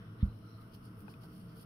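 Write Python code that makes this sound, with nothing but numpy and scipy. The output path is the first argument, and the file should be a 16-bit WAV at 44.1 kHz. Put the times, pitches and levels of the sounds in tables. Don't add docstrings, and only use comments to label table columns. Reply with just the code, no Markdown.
import sys
import numpy as np
from scipy import signal
from scipy.fft import rfft, irfft
from scipy.io import wavfile
from scipy.ndimage import uniform_filter1d

SR = 44100
rng = np.random.default_rng(int(sys.argv[2]) if len(sys.argv) > 2 else 0)


def master(y):
    cut = np.clip(np.atleast_2d(y).T, -1, 1)
    pcm = np.round(cut * 32767)
    wavfile.write(sys.argv[1], SR, pcm.astype(np.int16))


N = 72765

# (frequency [Hz], relative level [dB])
AIR_EQ = [(20, -12.5), (50, -7.5), (130, -3.5), (250, -7), (380, -15), (560, -23), (800, -24), (1050, -20),
          (1350, -27.5), (1850, -31.5), (2400, -38), (3000, -31.5), (4000, -40.5), (8000, -51)]
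# (time [s], level [dB])
RUSH_RIDE = [(0, -67.5), (.27, -63.5), (.34, -70), (.41, -78), (.47, -69), (.65, -65), (.76, -70.5),
             (.86, -65.5), (.93, -67), (1.12, -67), (1.28, -65), (1.39, -71.5), (1.52, -66), (1.65, -67)]
# (frequency [Hz], relative level [dB])
RUSH_EQ = [(600, -29.5), (900, -8), (1100, -3.5), (1300, 1.5), (1520, -1.5), (1700, -17), (2100, -15.5),
           (4000, -56)]
# (frequency [Hz], width [Hz], level [dB])
DRONE_BANDS = [(236, 46, -67), (310.1, 20.8, -65), (449.7, 64, -68.5), (653.7, 60, -72.5)]
# (frequency [Hz], left-right correlation [-1..1])
AIR_IMAGE = [(100, 0.98), (280, 0.95), (480, 0.83), (700, -0.13), (900, -0.3), (1280, 0.2), (1700, -0.32),
             (2100, -0.12), (2900, -0.33), (4500, 0.015)]
# (frequency [Hz], width [Hz])
ROOM_BANDS = [(110, 9.8), (180, 53.7)]
# (time [s], level before trim [dB])
LOW_HUM_RIDE = [(0.02, -53), (0.36, -49.5), (0.39, -58), (0.47, -53), (0.51, -58), (0.549, -48.5),
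                (0.59, -56), (0.66, -52.0), (0.7, -60), (0.8, -54), (0.83, -56), (0.86, -50.5),
                (0.94, -58.0), (0.97, -51.5), (1.03, -56.5), (1.06, -49), (1.09, -51.5), (1.12, -60),
                (1.18, -49.5), (1.25, -53), (1.28, -58), (1.37, -60), (1.4, -48.5), (1.43, -58),
                (1.45, -50), (1.64, -59.5)]
# (time [s], level before trim [dB])
ROOM_NOISE_SWELLS = [(0.02, -53.5), (0.64, -62), (0.7, -52), (0.74, -60), (0.96, -54), (1.0, -61.5),
                     (1.04, -48.5), (1.11, -59.5), (1.15, -51), (1.19, -58.5), (1.43, -51), (1.64, -62)]
# (frequency [Hz], left-right correlation [-1..1])
BRUSH_IMAGE = [(700, -0.58), (1400, 0.39), (2100, -0.69), (3000, -0.55), (4700, 0.27), (7500, -0.25),
               (10000, 0.082)]
# (centre [s], length [s], level [dB], resonance [Hz], width [Hz])
RUB_CUES = [(0.023, 0.13, -65.5, 1481, 906), (0.038, 0.2, -74.5, 3180, 1000),
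            (0.211, 0.033, -66.5, 1980, 700), (0.218, .055, -68, 3440, 900), (0.246, 0.057, -78, 7000, 590),
            (0.28, 0.23, -79.5, 4040, 400), (0.53, 0.21, -74.5, 4130, 520), (0.518, 0.13, -75.5, 5550, 515),
            (0.468, 0.071, -64.5, 1317, 184), (0.599, 0.078, -65, 1257, 140), (1.239, 0.01, -65, 4450, 900)]
# (frequency [Hz], relative level [dB], t60 [s])
BUMP_MODES = [(47.3, -11, 0.17), (74, 6, 0.075), (108, -1.5, .06), (155.5, -4, 0.071), (195, -2.5, 0.12)]
# (time [s], level before filtering [dB], low-pass cutoff [Hz])
BUMP_CUES = [(0.2256, -12.5, 225), (0.266, -29, 116)]
# (centre [s], length [s], level [dB])
SCUFF_CUES = [(0.232, 0.0063, -60.5), (0.29, 0.22, -67), (1.092, 0.023, -60.5), (1.242, 0.028, -61)]
# (centre [s], length [s], fizz level [dB], rasp over fizz [dB], fizz tilt [dB/octave])
STROKE_CUES = [(0.255, 0.037, -73.5, -4, 5), (0.37, 0.069, -79, -2, -3), (0.62, 0.05, -73.5, -1.5, 0),
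               (0.749, 0.035, -64.5, 2, 0), (0.859, .055, -68.5, -0.5, -8), (1.005, 0.054, -65, -13, 3),
               (1.108, 0.055, -67.5, 1, -5), (1.24, 0.048, -65, -0.5, -2), (1.338, 0.1, -70.5, 0, 4),
               (1.397, 0.14, -70.5, -3.5, -11), (1.509, 0.07, -77, 6, -7), (1.573, 0.036, -64, -2.5, 3),
               (1.612, 0.047, -62, -1.5, -3)]
# (frequency [Hz], relative level [dB])
FIZZ_EQ = [(3000, -40.5), (6500, -25), (9200, 4.5), (10800, 0), (12500, 2.5), (14000, -4), (15000, -1.5),
           (15700, -6)]
# (frequency [Hz], relative level [dB])
RASP_EQ = [(400, 1), (800, -2.5), (1500, -10), (2400, -10.5), (3000, 3), (3800, -8), (4500, 2.5),
           (5400, -1.5), (6500, -3), (8500, -15.5), (16000, -53)]
# (time [s], ring peak [dB], ring tilt [dB/octave], relative snap level [dB])
TICK_CUES = [(0.389, -71, 2, 15), (1.005, -60, 6, 15.5), (1.0195, -66, -2, 7), (1.0805, -49.5, 8, -22),
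             (1.0817, -39, -1.5, -24), (1.1392, -46, 30, -0.5), (1.239, -53, -9, 2)]
# (frequency [Hz], relative level [dB], t60 [s])
MOUTH_MODES = [(880, -0.5, 0.025), (1520, -4.5, 0.035), (2520, -9, 0.021), (3480, -30.5, 0.016)]
# (frequency [Hz], relative level [dB])
HISS_EQ = [(500, -5), (2300, 0.5), (3000, 5.5), (3900, -16.5), (5400, 3), (7000, -8.5), (9500, -1.5),
           (12000, -3.5), (14000, -6.5), (15700, -16.5)]
# (frequency [Hz], gain [dB])
PORT_EQ = [(5600, 0.5), (6100, -13.5), (6600, -8), (6950, -10.5), (7900, -9), (8400, -5.5), (9100, -1.5)]

AIR_DB, HUM_TRIM_DB, HUM_STEADINESS = -57.5, -1, 0.81
FLICKS_PER_S, FLICK_SCATTER_DB, CATCH_PER_S, CATCH_DB = 4000, 1.5, 180, 1.5
BUMP_PAN_DB, BUMP_LOW_CUT_HZ = -1.7, 42
RESTING_DB, RESTING_RASP_DB, SETTLE_S = -77.5, -9.5, 0.65
TILT_PIVOT_HZ = 11000
SNAP_T60_S, TICK_RIGHT_GAIN = 0.0085, -0.099
HISS_DB, HISS_PAN_DB, PORT_LAG_S, HIGH_CUT_HZ = -77, 12.5, 0.0002, 15720


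def undb(db):
    return 10 ** (np.asarray(db) / 20)


def unit(x):
    return x / np.sqrt(np.mean(x ** 2))


def pan(db):
    return undb(np.array([[db], [-db]]) / 2)


def bins():
    return np.maximum(np.arange(N // 2 + 1) * SR / N, 1)


def curve(points):
    hz, value = np.array(sorted(points)).T
    return np.interp(np.log(bins()), np.log(hz), value)


def equalise(x, points):
    return irfft(rfft(x) * undb(curve(points)), N)


def resonate(x, hz, width_hz):
    detuning = (bins() ** 2 - hz ** 2) / (1.04 * width_hz * bins())
    return unit(irfft(rfft(x) / (1 + 1j * detuning) ** 2, N))


def stereo(pair, image):
    correlation = np.clip(curve(image), -.99, .995)
    mid = rfft(pair[0]) * np.sqrt(1 + correlation)
    side = rfft(pair[1]) * np.sqrt(1 - correlation)
    return irfft(np.array([mid + side, mid - side]), N) / np.sqrt(2)


def late_right(pair):
    delay = np.exp(-2j * np.pi * bins() * PORT_LAG_S)
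    return np.array([pair[0], irfft(rfft(pair[1]) * delay, N)])


def noise():
    return rng.standard_normal((2, N))


def wander(per_s):
    hold = int(SR / per_s)
    steps = np.repeat(rng.standard_normal(N // hold + 1), hold)
    return unit(uniform_filter1d(steps, hold)[:N])


def ride(t, points):
    return undb(np.interp(t, *np.array(points).T))


def swell(t, centre, length):
    return 1 / np.cosh(np.clip(np.pi * (t - centre) / length, -50, 50))


def ring(t, start, modes):
    age = np.maximum(t - start, 0)
    return sum(undb(db - 60 * age / t60) * np.sin(2 * np.pi * hz * age) for hz, db, t60 in modes)


def ventilation(t):
    air = undb(AIR_DB) * unit(equalise(noise(), AIR_EQ))
    rush = ride(t, RUSH_RIDE) * unit(equalise(noise(), RUSH_EQ))
    drone = sum(undb(db) * resonate(noise(), hz, width) for hz, width, db in DRONE_BANDS)
    return stereo(air + drone + rush, AIR_IMAGE) * pan(db=-0.8)


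def room_hum(t):
    hum = 0
    for (hz, width), levels in zip(ROOM_BANDS, (LOW_HUM_RIDE, ROOM_NOISE_SWELLS)):
        band = signal.hilbert(resonate(noise()[0], hz, width))
        compressed = unit(band.real / (np.abs(band) + 0.5) ** HUM_STEADINESS)
        hum = hum + compressed * ride(t, levels)
    return late_right(hum * undb(HUM_TRIM_DB) * pan(db=0.5))


def bristle_flicks():
    hits = rng.random((2, N)) < FLICKS_PER_S / SR
    clicks = hits * np.sign(noise()) * undb(FLICK_SCATTER_DB * noise())
    return stereo(clicks, BRUSH_IMAGE) * undb(CATCH_DB * wander(CATCH_PER_S))


def muzzle_rubs(t):
    return sum(undb(db) * swell(t, centre, length) * resonate(bristle_flicks(), hz, width)
               for centre, length, db, hz, width in RUB_CUES)


def bump(t):
    blows = 0
    for start, db, cutoff_hz in BUMP_CUES:
        padding = signal.butter(6, cutoff_hz, fs=SR, output="sos")
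        blows = blows + signal.sosfilt(padding, undb(db) * ring(t, start, BUMP_MODES))
    thud = blows / np.abs(ring(t, 0, BUMP_MODES)).max()
    low_cut = signal.butter(4, BUMP_LOW_CUT_HZ, "high", fs=SR, output="sos")
    return late_right(signal.sosfilt(low_cut, thud) * pan(BUMP_PAN_DB))


def dull_scuffs(t):
    envelope = sum(undb(db) * swell(t, centre, length) for centre, length, db in SCUFF_CUES)
    scuff = resonate(noise(), hz=450, width_hz=470)
    return envelope * stereo(scuff, AIR_IMAGE)


def brush_strokes(t):
    resting = undb(RESTING_DB) * np.minimum(t / SETTLE_S, 1)
    fizz = resting * unit(equalise(bristle_flicks(), FIZZ_EQ))
    rasp = unit(equalise(bristle_flicks(), RASP_EQ))
    rasp_power = (resting * undb(RESTING_RASP_DB)) ** 2
    for centre, length, db, rasp_db, tilt in STROKE_CUES:
        speed = swell(t, centre, length)
        tilted_eq = [(hz, level + tilt * np.log2(hz / TILT_PIVOT_HZ)) for hz, level in FIZZ_EQ]
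        fizz = fizz + speed * undb(db) * unit(equalise(bristle_flicks(), tilted_eq))
        rasp_power = rasp_power + (speed * undb(db + rasp_db)) ** 2
    return fizz + np.sqrt(rasp_power) * rasp


def lip_ticks(t):
    ticks = 0
    lowest_hz = MOUTH_MODES[0][0]
    for start, db, tilt, snap_db in TICK_CUES:
        modes = [(hz, level + tilt * np.log2(hz / lowest_hz), t60) for hz, level, t60 in MOUTH_MODES]
        cavity = ring(t, start, modes)
        age = np.maximum(t - start, 0)
        snap = noise() * (t >= start) * undb(snap_db - 60 * age / SNAP_T60_S) / 2
        ticks = ticks + undb(db) * (cavity / np.abs(cavity).max() + snap)
    return ticks * np.array([[1], [TICK_RIGHT_GAIN]])


def scene():
    t = np.arange(N) / SR
    bed = ventilation(t) + room_hum(t)
    return bed + muzzle_rubs(t) + dull_scuffs(t) + lip_ticks(t) + bump(t) + brush_strokes(t)


def record(dry):
    hiss = undb(HISS_DB) * unit(equalise(noise(), HISS_EQ)) * pan(HISS_PAN_DB)
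    high_cut = signal.ellip(12, .2, 70, HIGH_CUT_HZ, fs=SR, output="sos")
    return signal.sosfilt(high_cut, equalise(dry + hiss, PORT_EQ))


dry = scene()
out = record(dry)
master(out)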